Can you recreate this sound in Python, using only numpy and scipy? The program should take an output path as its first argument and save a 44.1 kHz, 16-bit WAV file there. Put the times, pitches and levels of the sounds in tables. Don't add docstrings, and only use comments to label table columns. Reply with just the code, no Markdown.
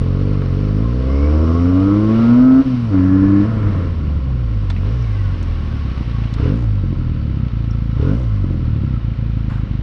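import sys
import numpy as np
from scipy import signal
from scipy.fft import rfft, irfft
from scipy.io import wavfile
from scipy.ndimage import uniform_filter1d

SR = 44100
rng = np.random.default_rng(int(sys.argv[2]) if len(sys.argv) > 2 else 0)


def master(y):
    cut = np.clip(np.atleast_2d(y).T, -1, 1)
    pcm = np.round(cut * 32767)
    wavfile.write(sys.argv[1], SR, pcm.astype(np.int16))


N = 433062
TIME = np.arange(N) / SR
IDLE_HZ = 25.25
EXHAUST_LEAD_TURNS = .4

# start_s, end_s, pop_level_db
STUTTERS = [(3.848, 4.8, -34), (5.272, 6.058, -29.5), (6.803, 7.45, -19), (8.402, 9.001, -19.5),
            (9.581, 9.9, -25)]


def undb(db):
    return 10 ** (np.asarray(db) / 20)


def to_db(gain):
    return 20 * np.log10(gain)


def curve(points):
    return np.interp(TIME, *np.transpose(points))


def during(start_s, end_s, fade_s):
    return np.clip(np.minimum(TIME - start_s, end_s - TIME) / fade_s, 0, 1)


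def blend(shut, wide_open, share):
    return shut + (wide_open - shut) * share


def bell(x, centre, width):
    return np.exp(-((x - centre) / width) ** 2)


def gain_at(spectrum, hz):
    frequency_hz, level_db = np.transpose(spectrum)
    return undb(np.interp(np.log(np.maximum(hz, 1)), np.log(frequency_hz), level_db))


def unit(x):
    return x / np.sqrt(np.mean(x ** 2))


def steady(x):
    power = uniform_filter1d(uniform_filter1d(x ** 2, size=6000), size=6000)
    return x / np.sqrt(np.maximum(power, 1e-18))


def noise():
    return rng.standard_normal(N)


def band_noise(hz, width_hz):
    slow = signal.sosfilt(signal.butter(2, width_hz / 2, fs=SR, output="sos"), noise() + 1j * noise())
    return unit(np.real(slow * np.exp(2j * np.pi * np.cumsum(hz) / SR)))


def colour(x, spectrum, size=4096):
    cepstrum = irfft(np.log(gain_at(spectrum, np.fft.rfftfreq(size, 1 / SR))))
    cepstrum[1:size // 2] *= 2
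    cepstrum[size // 2 + 1:] = 0
    response = irfft(np.exp(rfft(cepstrum)))
    return signal.fftconvolve(x, response)[:N]


def resonate(x, hz, width_hz):
    b, a = signal.iirpeak(hz, hz / width_hz, fs=SR)
    return signal.lfilter(b, a, signal.lfilter(b, a, x))


def ring(x, modes, widen=1):
    return sum(undb(db) * resonate(x, hz, widen * width_hz) for hz, width_hz, db in modes)


def per_cycle(turns, size=1024):
    return np.interp(turns, np.arange(size), rng.standard_normal(size))


def ticks(turns):
    return np.diff(np.floor(turns), prepend=np.floor(turns[0]))


def knocks(turns, depth=2.4, length=.12, uneven_db=3):
    flare = np.exp(-(2 * turns % 1) / length) * undb(uneven_db * per_cycle(2 * turns, size=2048))
    return unit(noise() * (1 + depth * flare))


def driving(open_s=.065, hold_s=.075, shut_s=.095):
    # time_s, cycle_hz
    ride = [(0.0, 42.8), (0.31, 50.7), (0.5, 43.7), (0.65, 51.9), (0.75, 50.8), (0.87, 58.0), (1.75, 91.7),
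            (2.0, 105.5), (2.3, 118.3), (2.45, 128.3), (2.64, 133.8), (2.88, 112), (2.92, 96.5),
            (3.0, 91.6), (3.42, 100.8), (3.49, 113), (3.56, 109.5), (3.77, 91.4), (4.1, 73.5), (4.8, 41.8)]
    # time_s, opening (0-1)
    grip = [(0, .35), (.3, .55), (.45, .35), (.62, .45), (.9, .3), (1.25, .95), (2.6, 1), (2.64, .03),
            (2.9, .03), (2.945, 1), (3.42, 1), (3.48, 0)]
    # start_s, rise_s, top_hz, run_down_s, opening (0-1), grip_lead_s
    blips = [(4.786, .184, 61.64, 1.278, .25, .012), (6.385, .194, 61.65, 1.078, .85, .036),
             (7.953, .244, 63.98, .882, .85, 0)]
    # time since the top (multiples of run_down_s), share of speed above idle
    run_down = [(0, 1), (.13, .71), (.32, .508), (.55, .347), (.9, .075), (1.2, .065), (1.8, 0)]
    hz, throttle = curve(ride), curve(grip)
    after, share = np.transpose(run_down)
    for start_s, rise_s, top_hz, run_down_s, opening, lead_s in blips:
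        times = np.r_[start_s, start_s + rise_s + run_down_s * after]
        speeds = np.r_[np.interp(start_s, TIME, hz), IDLE_HZ + (top_hz - IDLE_HZ) * share]
        hz = np.where(TIME > start_s, np.interp(TIME, times, speeds), hz)
        twist_times = start_s - lead_s + np.cumsum([0, open_s, hold_s, shut_s])
        throttle = throttle + np.interp(TIME, twist_times, [0, opening, opening, 0])
    return hz, throttle


def pulling(throttle):
    return np.minimum(throttle / .25, 1)


def blowdown(hz, throttle):
    return .5 * throttle * (hz / 120) ** 2


def thump_levels(hz, throttle, revving, in_second, airbox_hz=288.4, airbox_width_hz=40.4):
    # frequency_hz, level_db
    ducts_shut = [(27, -42.5), (40, -24), (54, -19), (80, -19.5), (102, -17), (125, -19.5), (160, -32),
                  (200, -28.5), (255, -14.5)]
    # frequency_hz, level_db
    ducts_open = [(45, -26), (72, -11), (100, -17), (122, -18), (138, -29.5), (185, -19.5), (212, -15.5),
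                  (240, -6), (265, -4.5)]
    # start_s, end_s
    fuel_cuts = [(4.98, 5.32), (6.62, 6.84), (8.23, 8.445)]
    cut = sum(during(start_s, end_s, fade_s=.0078) for start_s, end_s in fuel_cuts)
    first_db, crank_db = (blend(to_db(gain_at(ducts_shut, f)), to_db(gain_at(ducts_open, f)), throttle)
                          for f in (hz, 2 * hz))
    crank_db = crank_db - 2 + 2 * cut + 2.5 * in_second * throttle
    braking = during(3.42, 6.2, fade_s=.66)
    knee_hz = blend(42, 53.4, pulling(throttle))
    octaves_over_knee = np.log2(np.maximum(hz / knee_hz, 1))
    thud_db = -19.5 - 9.5 * braking - throttle - 24 * octaves_over_knee + 5.5 * revving - 2.5 * cut
    third, fourth = (bell(k * hz, airbox_hz, airbox_width_hz) for k in (3, 4))
    honk = (third + undb(-10) * fourth) * undb(blend(-30, -12, throttle))
    return first_db, crank_db, to_db(np.hypot(undb(thud_db), honk))


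def thump(hz, turns, throttle, first_db, crank_db, overtone_db, honk_hz=282, boom_hz=220):
    # frequency_hz, level_db
    spectrum = [(80, 2), (112, 12), (145, 3.5), (175, -5), (220, -7), (280, -10.5), (330, -15.5),
                (400, -42)]
    # cycle_hz, roughness (0-1)
    roughness = [(28, .14), (35, .3), (43, .48), (49, .25), (56, .2), (66, .4), (110, .7)]
    stumble = blend(np.interp(hz, *np.transpose(roughness)), .14, pulling(throttle))
    angle = 2 * np.pi * turns
    low = undb(first_db) * np.cos(angle) + undb(crank_db) * np.cos(2 * angle + 1 - throttle * hz / 100)
    overtones, power = 0, 0
    for k in range(3, 15):
        order_hz = k * hz
        honk_db = 16 * throttle / (1 + ((order_hz - honk_hz) / 45) ** 2)
        boom_db = blend(6.5, -5, throttle) / (1 + ((order_hz - boom_hz) / 24) ** 2)
        gain = gain_at(spectrum, order_hz) * undb(honk_db + boom_db) / (1 + (order_hz / 480) ** 8)
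        loose = stumble * np.minimum(order_hz / 200, 1)
        lag = (order_hz / 260) ** 2 * (1 - throttle)
        size = gain * (1 + loose * per_cycle(turns))
        overtones += size * np.cos(k * angle - lag + loose * per_cycle(turns))
        power += gain ** 2 * (1 + loose ** 2)
    overtones = undb(overtone_db) * overtones / np.sqrt(power) * (1 + stumble * per_cycle(turns) / 2)
    low = low * undb(3.5 * stumble * per_cycle(turns))
    return -np.sqrt(2) * (low + overtones)


def firing(turns):
    misfires = [5.36, 5.94, 6.06, 6.294, 6.95, 7.503, 9.01, 9.152, 9.673]
    missed = sum(bell(turns, np.round(np.interp(s, TIME, turns)), width=.44) for s in misfires)
    choked = bell(TIME, centre=2.636, width=.016)
    return (1 - .73 * missed) * (1 - .86 * choked)


def bark(hz, turns, throttle, octaves, revving, in_second, width_turns=.032, echo_s=.00759):
    # frequency_hz, level_db
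    spectrum = [(280, -36.5), (360, -8.5), (440, 14), (490, 12), (535, 5.5), (590, 4.5), (655, 6.5),
                (780, -6), (950, -5), (1150, 4), (1320, 2.5), (1750, -16), (2500, -25), (5000, -60)]

    def pulse(turn):
        offset = (turn + .5) % 1 - .5
        return np.exp(-offset ** 2 / (2 * width_turns ** 2)) * undb(1.5 * per_cycle(turn))

    early = .01 * per_cycle(turns + .5)
    pulses = pulse(turns + early) + blowdown(hz, throttle) * pulse(turns - early + EXHAUST_LEAD_TURNS)
    pulses = signal.sosfilt(signal.butter(4, 300, "high", fs=SR, output="sos"), pulses)
    pulses = pulses + .63 * np.interp(TIME - echo_s, TIME, pulses)
    gas = noise() * np.exp(-(turns % 1) / .93)
    gas_share = np.maximum(blend(.93, .13, np.sqrt(throttle)), hz / 270 + .6 * in_second)
    voice = steady(gas_share * steady(colour(gas, spectrum)) - steady(colour(pulses, spectrum)))
    level_db = blend(-51.5 + 4.5 * octaves, -25 - 2.5 * octaves, np.sqrt(throttle))
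    labouring = during(-.2, 1.6, fade_s=.2)
    gear_db = in_second * blend(8.5, -7, throttle)
    return undb(level_db + 2 * labouring + 2 * revving + gear_db) * voice


def tailpipe(turns, octaves):
    # start_s, end_s, pipe_gain_db, airbox_level_db
    lingers = [(6.513, 6.674, 9, -31.5), (8.106, 8.276, 13.5, -32)]
    linger_db = sum(db * during(start, end, fade_s=.044) for start, end, db, _ in lingers)
    hum = sum(undb(db) * during(start, end, fade_s=.034) for start, end, _, db in lingers)
    puffs = np.diff(np.exp(-(turns % 1) / .05) * (1 + 3 * noise()), prepend=0)
    note = steady(resonate(puffs, hz=520.6, width_hz=55))
    airbox = steady(resonate(puffs, hz=297, width_hz=85))
    return undb(-50.5 + .5 * octaves + linger_db) * note + hum * airbox


def intake_roar(hz, turns, throttle):
    rush = unit(resonate(knocks(turns / 2), hz=290, width_hz=286))
    return undb(-29.5) * throttle * (hz / 111) * rush


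def engine_cases(hz, turns, throttle, octaves, in_second):
    # pitch_hz, base_width_hz, level_db
    modes = [(1080, 124, 5), (1317, 170, 1.5), (1354, 160, -13.5), (1016, 120, -4), (2040, 280, -11.5),
             (5440, 760, -35.5)]
    firings = ticks(turns) + blowdown(hz, throttle) * ticks(turns + EXHAUST_LEAD_TURNS)
    firings = firings * undb(2 * per_cycle(turns))
    rattle = knocks(turns, depth=3.5, length=.47, uneven_db=2.5)
    struck, loose = (steady(ring(x, modes, widen=1.22)) for x in (firings, rattle))
    strict = throttle * np.clip((hz - 35) / 55, 0, .92) * (1 - .7 * in_second)
    slack = in_second * (1 - throttle)
    level_db = -52.5 + 4 * octaves + 8 * throttle + 5 * slack
    return undb(level_db) * (np.sqrt(strict) * struck + np.sqrt(1 - strict) * loose)


def rolling_level(throttle, revving):
    # time_s, base_level_db
    rolling = [(0, -47), (2.05, -46.5), (2.2, -41), (2.5, -49), (2.7, -42), (3.1, -50.5), (3.6, -45.5),
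               (4.4, -49), (5, -45), (6.3, -43), (6.7, -48), (9.8, -48)]
    return curve(rolling) + 2 * throttle + 3.5 * revving


def chain_and_tyres(turns, rolling_db):
    # frequency_hz, level_db
    spectrum = [(300, 4), (700, 1), (1600, -1.5), (2200, -2), (2600, -4), (2950, -2), (3300, -7.5),
                (3900, -8), (5000, -16), (5600, -17.5), (6300, -27), (7200, -39.5), (9300, -37.5),
                (11000, -48.5)]
    hiss = colour(knocks(turns, depth=.4, length=.35, uneven_db=5), spectrum)
    return undb(rolling_db + 3.5) * unit(hiss)


def valve_gear(turns, revving):
    # frequency_hz, level_db
    spectrum = [(2500, -31), (4200, -9), (5400, -1), (6300, -13.5), (7200, -23.5), (9300, -18),
                (11000, -39.5)]
    # time_s, base_level_db
    levels = [(0, -60), (2.2, -56), (3.7, -60), (4.3, -66), (5, -58), (6.5, -62.5), (7.4, -74), (8.2, -61),
              (8.9, -73)]
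    sizzle = unit(colour(knocks(turns, depth=.6), spectrum))
    return undb(curve(levels) + 4.5 * revving) * sizzle


def pump_whine():
    # time_s, level_db
    levels = [(0, -62), (2.5, -60), (4, -65.5), (7.3, -67), (8.3, -78)]
    return undb(curve(levels)) * unit(resonate(noise(), hz=4520, width_hz=130))


def wind():
    # time_s, level_db
    gusts = [(0, -28), (2.2, -26), (2.8, -28), (3.7, -20.5), (4.6, -27), (5.8, -28), (6.3, -31), (9.8, -31)]
    # frequency_hz, level_db
    spectrum = [(12, -16.5), (40, -4), (120, -8), (290, -14.5), (420, -29), (3000, -83.5)]
    return undb(curve(gusts)) * unit(colour(noise(), spectrum))


def buzzes():
    # start_s, end_s, first_hz, last_hz, width_hz, level_db
    fittings = [(0.047, 0.997, 4160, 4260, 69.6, -64.5), (0.809, 0.951, 1085, 1044, 25, -37),
                (1.032, 1.332, 2044, 2314, 109, -46), (2.946, 3.5, 1696, 1735, 45.6, -46.5),
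                (4.903, 6.402, 1096, 1113, 59.7, -48.5), (1.05, 1.698, 5170, 5470, 695, -56),
                (1.05, 1.6, 1105, 1102, 129, -41), (6.37, 6.537, 1250, 1580, 220, -44.5),
                (7.988, 8.164, 1300, 1516, 190, -41)]
    out = np.zeros(N)
    for start_s, end_s, first_hz, last_hz, width_hz, level_db in fittings:
        pitch_hz = np.interp(TIME, [start_s, end_s], [first_hz, last_hz])
        out += undb(level_db) * during(start_s, end_s, fade_s=.06) * band_noise(pitch_hz, width_hz)
    return out


def chassis_clicks():
    # start_s, level_db, pitch_hz, width_hz, decay_s
    clicks = [(4.096, -38, 645, 360, .019), (4.763, -37, 2300, 700, .016), (5.429, -41, 6000, 2900, .0021),
              (7.709, -42, 5430, 480, .005), (9.497, -38, 1170, 1170, .1), (.418, -31, 1130, 700, .008),
              (4.3, -37, 650, 410, .012), (4.7, -28.5, 1130, 1200, .011), (4.7, -31, 3700, 1600, .007),
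              (5.022, -44, 5570, 600, .005), (6.339, -31.5, 3750, 1900, .004),
              (6.382, -31, 1300, 400, .011)]
    out = np.zeros(N)
    for start_s, level_db, pitch_hz, width_hz, decay_s in clicks:
        age = np.maximum(TIME - start_s, 0)
        envelope = np.minimum(age * pitch_hz, 1) * np.exp(-np.minimum(age / decay_s, 20))
        out += undb(level_db) * envelope * unit(resonate(noise(), pitch_hz, width_hz))
    return out


def singing_drive(hz, turns, throttle, span_s=(1.35, 2.7), width_hz=230):
    centre_hz = np.interp(TIME, span_s, [1080, 1350])
    orders = np.zeros(N)
    for k in range(3, 20):
        flutter = 1 + .53 * per_cycle(turns / 4)
        phase = 2 * np.pi * (k * turns + rng.random()) + .7 * per_cycle(turns / 2)
        orders += bell(k * hz, centre_hz, width_hz) * flutter * np.sin(phase)
    spacing_gain = np.sqrt(2 * hz / width_hz)
    return undb(-38.5) * throttle * during(*span_s, fade_s=.12) * spacing_gain * orders


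def second_gear(turns, in_second):
    return undb(-45.5) * in_second * unit(resonate(knocks(turns), hz=1670, width_hz=930))


def silencer_pops(turns):
    # time_s, peak_db
    loud_pops = [(6.006, -18), (6.837, -13), (6.927, -14), (8.442, -12), (8.508, -13), (8.542, -16)]
    # frequency_hz, level_db
    spectrum = [(60, -20.5), (130, -3.5), (210, -0.5), (300, 0.5), (370, -8), (450, -26), (540, -16),
                (750, -33.5), (2000, -67)]
    size = sum(undb(db) * during(start, end, fade_s=.072) for start, end, db in STUTTERS)
    exhaust_turns = turns + EXHAUST_LEAD_TURNS
    kicks = ticks(exhaust_turns) * size * .68 * per_cycle(exhaust_turns)
    for time_s, peak_db in loud_pops:
        kicks[int(time_s * SR)] += undb(peak_db)
    unit_peak = np.abs(colour(np.ones(1), spectrum)).max()
    return -colour(kicks, spectrum) / unit_peak


def gear_whine(turns, rolling_db, teeth_per_cycle=(31, 40)):
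    mesh = np.zeros(N)
    for teeth in teeth_per_cycle:
        flutter = 1 + 1.7 * per_cycle(turns)
        mesh += flutter * np.sin(2 * np.pi * teeth * turns + .5 * per_cycle(turns))
    whine = signal.sosfilt(signal.butter(4, [1000, 2700], "band", fs=SR, output="sos"), mesh)
    return undb(rolling_db - 10) * during(4.9, 6.2, fade_s=.2) * whine


def clatter(turns, uneven_db=6):
    # pitch_hz, width_hz, level_db
    modes = [(933, 86, -6), (1322, 120, 3.5), (1452, 120, -4.5), (4300, 1100, -19.5)]
    hits = noise() * np.exp(-(2 * turns % 1) / .35)
    force = undb(uneven_db * np.tanh(per_cycle(np.floor(2 * turns), size=2048)))
    return undb(-52.5) * during(6, 9.95, fade_s=.9) * unit(ring(hits * force, modes))


def fork_thud(start_s=9.494, level_db=-14, pitch_hz=52.6, decay_s=.05):
    age = np.maximum(TIME - start_s, 0)
    return undb(level_db) * np.sin(2 * np.pi * pitch_hz * age) * np.exp(-np.minimum(age / decay_s, 20))


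def scene():
    hz, throttle = driving()
    turns = np.cumsum(hz) / SR + .33
    stuttering = sum(during(start, end, fade_s=.065) for start, end, _ in STUTTERS)
    turns = turns + .05 * per_cycle(turns) * stuttering
    octaves = np.log2(hz / IDLE_HZ)
    pickup_hz_per_s = np.gradient(hz) * SR
    revving = throttle * uniform_filter1d(np.clip(pickup_hz_per_s / 210, 0, 1), size=2000)
    in_second = during(2.9, 3.95, fade_s=.099)
    rolling_db = rolling_level(throttle, revving)
    mix = firing(turns) * thump(hz, turns, throttle, *thump_levels(hz, throttle, revving, in_second))
    mix += bark(hz, turns, throttle, octaves, revving, in_second)
    mix += tailpipe(turns, octaves) + silencer_pops(turns) + intake_roar(hz, turns, throttle)
    mix += engine_cases(hz, turns, throttle, octaves, in_second)
    mix += chain_and_tyres(turns, rolling_db) + gear_whine(turns, rolling_db)
    mix += second_gear(turns, in_second) + singing_drive(hz, turns, throttle)
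    mix += clatter(turns) + chassis_clicks() + fork_thud() + buzzes()
    mix += wind() + valve_gear(turns, revving) + pump_whine()
    return mix[None]


def record(dry):
    ceiling, top_hz = .85, 10800
    rounded = dry / (1 + (dry / ceiling) ** 8) ** (1 / 8)
    return signal.sosfilt(signal.ellip(8, .2, 70, top_hz, fs=SR, output="sos"), rounded)


dry = scene()
out = record(dry)
master(out)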